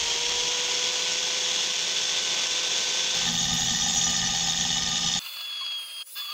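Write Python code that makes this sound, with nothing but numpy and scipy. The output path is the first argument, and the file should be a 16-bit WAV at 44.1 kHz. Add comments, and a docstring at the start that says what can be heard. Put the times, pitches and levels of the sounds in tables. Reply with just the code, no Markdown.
"""A hand-held angle grinder runs up outdoors, then bites into a ceramic tile on a table.
The motor gives shaft tones and fan roar; a puff of wind passes at the start. In the cut the disc
chatters: its rim strikes once a turn and rubs in between, ringing disc, tile and table top.
The sound then jumps to a thin, much faster whine with light scraping, hiss and brief high tones;
the rim lifts off for a moment and sets in again."""
import sys
import numpy as np
from scipy import signal
from scipy.fft import rfft, irfft
from scipy.io import wavfile
from scipy.ndimage import uniform_filter1d

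SR = 44100
rng = np.random.default_rng(int(sys.argv[2]) if len(sys.argv) > 2 else 0)


def store_wav(level_fs):
    """Save 16-bit WAV to argv[1]."""
    pcm = np.round(np.clip(np.atleast_2d(level_fs), -1, 1) * 32767)
    wavfile.write(sys.argv[1], SR, pcm.T.astype(np.int16))


N = 279153

FULL_HZ, START_DEFICIT_HZ, RUN_UP_TAU_S = 509, 40.01, .72  # armature speed
GEAR_RATIO = .341  # disc turns per armature turn
CHATTER_HZ = (79.6, 93.2)  # two beating disc wobbles; their phases sum to the disc angle
RING_SLOPE_ORIGIN_S = 3.04  # the ringing's gradual rise or fade counts from here
SINK_S, JUMP_S, LIFT_S, LAND_S = 3.255, 5.192, 6.031, 6.152
GRAZE_DB, BITE_DB = -45, -37.5
WHINE_REF_DB, SCRAPE_REF_DB = -34.5, -41.5
STEREO_ABOVE_HZ, CUTOFF_HZ = 10900, 15790

# wind puff (time [s], level [dB])
WIND_ENVELOPE = [(0, -47.5), (.2, -61), (.35, -49.5), (.5, -64), (.7, -75)]
# hiss spectra (frequency [Hz], relative density [dB])
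AIRY_SPECTRUM = [(300, -25), (1000, -24), (3500, -13), (8000, -2), (12000, -9), (15700, 2.5)]
STEADY_SPECTRUM = [(200, -21), (1000, -3), (6000, 0), (12000, -7), (15700, 0)]
# brief high tones (start [s], length [s], pitch [Hz], glide [Hz/s], level [dB])
BRIEF_TONES = [(5.605, .035, 1110, 0, -42), (5.605, .035, 4440, 0, -41), (5.605, .035, 2220, 0, -51),
               (5.92, .11, 4750, 300, -50), (6.155, .055, 1650, 0, -47), (6.16, .05, 5150, 0, -47),
               (6.155, .04, 1210, 0, -51), (6.21, .025, 1190, 0, -48), (6.245, .02, 1190, 0, -48),
               (6.272, .09, 1225, -700, -43), (6.25, .11, 4640, -1500, -42), (5.39, .12, 2760, 0, -48),
               (5.25, .03, 2750, 0, -46)]
# light scraping (time [s], scrape level [dB], treble level [dB])
SCRAPE_ENVELOPE = [(5.195, -44, -50), (5.26, -36.5, -46), (5.32, -40, -46), (5.48, -41.5, -55),
                   (5.62, -38, -69), (5.83, -46.5, -53), (6.02, -44.5, -56), (6.05, -45, -56),
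                   (6.147, -43, -46.5), (6.175, -34, -42.5), (6.26, -43, -50), (6.33, -37.5, -48)]
# scrape resonances (frequency [Hz], width [Hz], gain [dB])
SCRAPE_LOW_BANDS = [(730, 380, -22), (1190, 640, -5), (1630, 74, -11), (2194, 210, -11.5), (2710, 590, 3)]
SCRAPE_HIGH_BANDS = [(3430, 190, -9), (4350, 370, -4), (6040, 1400, -17)]
# gliding scrape resonance (time [s], frequency [Hz], gain [dB])
RASP_TRACK = [(5.195, 4650, -8), (5.55, 4600, -4), (5.75, 4660, -1.5), (6.03, 4850, -1), (6.15, 4820, -6),
              (6.33, 4570, -5)]
# whine, slowed by pressure, faster in the lift (time [s], pitch [Hz], level [dB])
WHINE_TRACK = [(5.195, 3474, -47), (5.27, 3433, -43), (5.5, 3376, -35.5), (5.77, 3286, -32),
               (5.88, 3230, -43.5), (6.0, 3255, -37), (6.031, 3220, -36), (6.07, 3400, -41),
               (6.11, 3470, -37), (6.15, 3510, -43), (6.2, 3456, -34), (6.33, 3310, -40)]
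# whine overtones (multiple [1], level [dB], share of whine swell [1], change in lift [dB])
WHINE_OVERTONES = [(2., -57, .8, -6), (2.921, -61, -0.3, 11), (3.001, -70, .5, -20), (3.62, -72, .1, -5),
                   (4., -72, .1, 3)]
# fan and gear roar (frequency [Hz], relative density [dB])
ROAR_SPECTRUM = [(30, -25), (98, -23.5), (170, -15.5), (300, -16.5), (460, -13.5), (1000, -9.5),
                 (1300, -15), (3000, -1.5), (4700, -5), (6500, -1.5), (8500, -22.5), (10900, -44),
                 (13500, -33), (15700, -38)]
# housing cavities (frequency [Hz], width [Hz], gain [dB])
HOUSING_MODES = [(395.5, 120, -23.5), (2930, 210, -17.5), (4460, 130, -27), (5500, 210, -14),
                 (6640, 530, -34)]
# armature tones (time [s], order 1 [dB], order 2 [dB], order 3 [dB])
ARMATURE_LEVELS = [(0, -47, -46.5, -65), (.3, -41, -44, -55), (.8, -43, -46, -48.5), (1.6, -46, -59, -51.5),
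                   (1.8, -50, -56, -48.5), (3.2, -47.5, -52, -46.5), (3.35, -58, -71, -54),
                   (5.195, -60.5, -66, -57)]
# resonances rung in the cut (frequency [Hz], width [Hz], gain [dB])
TABLE_MODES = [(50, 68, -7), (123.5, 25, -6), (231.3, 27, -5)]
TILE_MODES = [(790, 125, -4.5), (1217, 37, -10), (1827, 125, -5), (1900, 30, -11.5), (2955, 25, -2),
              (3340, 420, 2), (3580, 270, 5), (4444, 66, -2.5)]
GUARD_BANDS = [(6040, 630, -1.5), (4300, 330, -11)]
DISC_LOW_MODES = [(5150, 127, 0), (5400, 55, -7.5)]
DISC_MID_MODES = [(6574, 45, -7.5), (6625, 32, -6), (6715, 94, -6), (7470, 32, -17.5), (7600, 60, -22.5),
                  (8070, 130, -24)]
DISC_TOP_MODES = [(9670, 40, -9), (10150, 120, -6), (10580, 55, -14), (11600, 55, -15), (12620, 55, -6),
                  (12980, 36, -12), (13550, 31, -11), (13980, 90, -2), (14300, 250, -8), (14620, 40, -14),
                  (15130, 60, -13), (15400, 40, -13), (15680, 40, -12)]
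# how freely the disc sings (time [s], swell [dB])
SING_ENVELOPE = [(3.15, 1), (3.3, -1.5), (3.6, 1), (3.85, 1), (3.98, 5), (4.2, 0.5), (4.45, 0.5), (4.8, 0),
                 (5.195, 0)]


def gain_of(db):
    """Decibels to amplitude."""
    return 10 ** (np.asarray(db) / 20)


def unit_rms(x):
    """Scale to rms 1."""
    return x / np.sqrt(np.mean(x ** 2) + 1e-20)


def between(start_s, end_s, edge_s):
    """Gate with linear edges."""
    t = np.arange(N) / SR
    return np.clip(np.minimum(t - start_s, end_s - t) / edge_s + .5, 0, 1)


def curves(rows):
    """Gate over a table's time span, then its columns per sample."""
    times_s, *values = np.transpose(rows)
    t = np.arange(N) / SR
    gate = np.clip(np.minimum(t - times_s[0], times_s[-1] - t) / .003 + 1, 0, 1)
    return gate, *(np.interp(t, times_s, v) for v in values)


def wander(cutoff_hz):
    """Low-passed random drift, rms 1."""
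    hz = np.fft.rfftfreq(N, 1 / SR)
    return unit_rms(irfft(rfft(rng.standard_normal(N)) / (1 + (hz / cutoff_hz) ** 4), N))


def resonate(x, hz, width_hz, passes=2):
    """Fixed or gliding resonance, rms 1: shift to 0 Hz, smooth, shift back."""
    carrier = np.exp(2j * np.pi * np.cumsum(hz * np.ones(N)) / SR)
    pole = np.exp(-np.pi * width_hz / SR)
    for _ in range(passes):
        x = unit_rms((carrier * signal.lfilter([1 - pole], [1, -pole], x / carrier)).real)
    return x


def ring(x, modes):
    """Sum of resonances driven by x."""
    return sum(gain_of(db) * resonate(x, hz, width_hz) for hz, width_hz, db in modes)


def noise(spectrum, patchy_db):
    """Shaped noise with drifting spectral patches, rms 1."""
    bins_hz = np.fft.rfftfreq(1024, 1 / SR)
    hz, db = np.transpose(spectrum)
    real, imag, patches = rng.standard_normal((N // 256 + 5, 513, 3)).T
    patches = unit_rms(uniform_filter1d(uniform_filter1d(patches, 10, 0), 8, 1))
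    shape_db = np.interp(np.log(bins_hz + 1), np.log(hz + 1), db)[:, None]
    frames = (real + 1j * imag) * gain_of(shape_db + patchy_db * patches)
    return unit_rms(signal.istft(frames, nperseg=1024, noverlap=768)[1][:N])


def orders(hz, multiples, levels_db, waver_hz):
    """Sines at multiples of a wavering frequency."""
    turns = np.cumsum(hz + waver_hz * wander(40)) / SR
    return sum(np.sqrt(2) * gain_of(db) * np.sin(2 * np.pi * k * turns)
               for k, db in zip(multiples, levels_db))


def wind():
    """Low, lumpy puff of wind."""
    gate, db = curves(WIND_ENVELOPE)
    return gate * gain_of(db) * wander(99)


def hiss(lifted):
    """Steady hiss, top fizz, and an airy hiss boosted in the lift."""
    _, _, treble_db = curves(SCRAPE_ENVELOPE)
    airy = gain_of(treble_db + 2 + 8 * lifted) * noise(AIRY_SPECTRUM, patchy_db=5.5)
    steady = gain_of(-56.5) * noise(STEADY_SPECTRUM, patchy_db=-2)
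    fizz = gain_of(treble_db) * resonate(rng.standard_normal(N), hz=15170, width_hz=1800)
    return airy + steady + fizz


def brief_tones():
    """Brief wavering high tones in the sped-up grinding."""
    out, waver_hz = np.zeros(N), 35 * wander(74)
    for start_s, length_s, hz, glide_hz_per_s, db in BRIEF_TONES:
        t = np.arange(0, length_s, 1 / SR)
        pitch_hz = hz + glide_hz_per_s * t + waver_hz[round(hz):][:len(t)]
        tone = np.sqrt(2) * gain_of(db) * np.sin(2 * np.pi * np.cumsum(pitch_hz) / SR)
        slot = out[round(start_s * SR):][:len(t)]
        slot += (tone * signal.windows.tukey(len(t), .5))[:len(slot)]
    return out


def scrape(lifted):
    """Light rim contact: grainy noise through fixed bands and one gliding rasp."""
    _, scrape_db, _ = curves(SCRAPE_ENVELOPE)
    _, rasp_hz, rasp_db = curves(RASP_TRACK)
    grain = gain_of(1.66 * wander(97) + 1.05 * wander(27))
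    grit = unit_rms(grain * rng.standard_normal(N)) * gain_of(-18 * lifted)
    rasp = gain_of(rasp_db) * resonate(grit, rasp_hz, width_hz=280)
    low = gain_of(-48 + .52 * (scrape_db - SCRAPE_REF_DB)) * ring(grit, SCRAPE_LOW_BANDS)
    return low + gain_of(scrape_db) * (ring(grit, SCRAPE_HIGH_BANDS) + rasp)


def whine(lifted):
    """Thin whine with overtones; the 3rd harmonic flares, hissy, before the lift."""
    _, hz, whine_db = curves(WHINE_TRACK)
    multiples, levels_db = [1], [whine_db - 23 * lifted]
    for multiple, db, share, lift_db in WHINE_OVERTONES:
        multiples.append(multiple)
        levels_db.append(db + share * (whine_db - WHINE_REF_DB) + lift_db * lifted)
    tones = orders(hz, multiples, levels_db, waver_hz=3)
    flare = between(5.785, 6.03, edge_s=.02)
    tones += flare * orders(hz, [3], levels_db=[-53], waver_hz=4.3)
    skirt = resonate(rng.standard_normal(N), 3 * hz, width_hz=400, passes=1)
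    return tones + (gain_of(-67) + flare * gain_of(-54.5)) * skirt


def fast_grinding():
    """Whine, scrape, hiss and a faint low tone; all dip briefly as the rim lifts."""
    gate, _, _ = curves(WHINE_TRACK)
    lifted = between(LIFT_S, LAND_S, edge_s=.0084)
    dip_db = -8.5 * between(LIFT_S, LIFT_S + .032, edge_s=.015)
    grinding = whine(lifted) + scrape(lifted) + hiss(lifted)
    low_tone = orders(hz=540, multiples=[1], levels_db=[-73], waver_hz=3.87)
    return gate * gain_of(dip_db) * (grinding + low_tone)


def motor():
    """Armature tones, disc hum, and fan roar that throbs per disc turn and drops under load."""
    gate, *levels_db = curves(ARMATURE_LEVELS)
    armature_hz = FULL_HZ - START_DEFICIT_HZ * np.exp(-np.arange(N) / SR / RUN_UP_TAU_S)
    spindle = np.sin(2 * np.pi * np.cumsum(armature_hz * GEAR_RATIO) / SR)
    air = rng.standard_normal(N)
    whoosh = gain_of(-5.5) * resonate(air, 6.81 * armature_hz, width_hz=360)
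    roar = noise(ROAR_SPECTRUM, patchy_db=.5) + ring(air, HOUSING_MODES) + whoosh
    throb_db = 1.3 * spindle + .91 * wander(88)
    loaded = between(SINK_S + .04, N / SR, edge_s=.089)
    roar = unit_rms(roar * gain_of(throb_db)) * gain_of(-26.5 - 6.5 * loaded)
    tones = orders(armature_hz, (1, 2, 3), levels_db, waver_hz=2.1)
    return gate * (tones + gain_of(-57.5) * spindle + roar)


def disc_ring(rub, sing_db, slope_s):
    """Rubbed disc modes; each group swells and drifts at its own rate."""
    mid_db = 5.85 + .93 * sing_db + .5 * slope_s + 1.2 * wander(12)
    top_db = -19 + .9 * sing_db - 4 * slope_s + 2.5 * wander(40)
    lone_mode_db = 1.7 + 1.4 * sing_db - 2 * slope_s
    low_db = -1.9 + .2 * sing_db + 1.6 * slope_s
    return (gain_of(low_db) * ring(rub, DISC_LOW_MODES)
            + gain_of(lone_mode_db) * resonate(rub, hz=5898, width_hz=44)
            + gain_of(mid_db) * ring(rub, DISC_MID_MODES)
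            + gain_of(top_db) * ring(rub, DISC_TOP_MODES))


def cutting():
    """The rim grazes, then sinks in; strikes and rubbing ring tile, guard, disc and table."""
    gate, sing_db = curves(SING_ENVELOPE)
    slope_s = np.arange(N) / SR - RING_SLOPE_ORIGIN_S
    contact_db = GRAZE_DB + (BITE_DB - GRAZE_DB) * between(SINK_S, N / SR, edge_s=.03)
    wobbles_rad = [2 * np.pi * np.cumsum(hz + 2.985 * wander(7.92)) / SR for hz in CHATTER_HZ]
    disc_rad = sum(wobbles_rad)
    beat_db = 6.2 * np.cos(wobbles_rad).sum(axis=0) + 2.2 * wander(53)
    strength = gain_of(np.minimum(beat_db, 7))
    strikes = np.diff(np.floor(disc_rad / (2 * np.pi)), prepend=0) * rng.choice([-1., 1.], N)
    spray = strength * gain_of(5.2 * np.cos(disc_rad)) * rng.standard_normal(N)  # flying grit
    chatter = unit_rms(.52 * unit_rms(strength * strikes) + unit_rms(spray))
    rub = unit_rms(chatter + 1.47 * rng.standard_normal(N))
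    disc = disc_ring(rub, sing_db, slope_s)
    hum = gain_of(.5 + 2.7 * wander(18)) * np.sin(disc_rad)
    table = gain_of(-2.15 + .3 * sing_db - .44 * slope_s) * (ring(chatter, TABLE_MODES) + hum)
    tile, guard = ring(chatter, TILE_MODES), ring(spray, GUARD_BANDS)
    return gate * gain_of(contact_db) * (tile + guard + disc + table)


def scene():
    """Tile cut, then fast grinding; the cut's top treble is diffuse and leans left."""
    tile_cut = (motor() + wind() + cutting()) * between(-1, JUMP_S, edge_s=.004)
    highpass = signal.firwin(511, STEREO_ABOVE_HZ, pass_zero=False, fs=SR)
    treble = signal.oaconvolve(tile_cut, highpass, "same")
    taps = rng.standard_normal(2000)
    diffuse = signal.oaconvolve(treble, taps / np.linalg.norm(taps), "same")
    side = .27 * treble + .82 * diffuse + gain_of(-100) * rng.standard_normal(N)
    mid = tile_cut + fast_grinding() + brief_tones()
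    return np.array([mid + side, mid - side])


def record(dry):
    """Steep low-pass."""
    lowpass = signal.firwin(1023, CUTOFF_HZ, window=("kaiser", 10), fs=SR)
    return signal.oaconvolve(dry, lowpass[None], "same")


dry = scene()
out = record(dry)
store_wav(out)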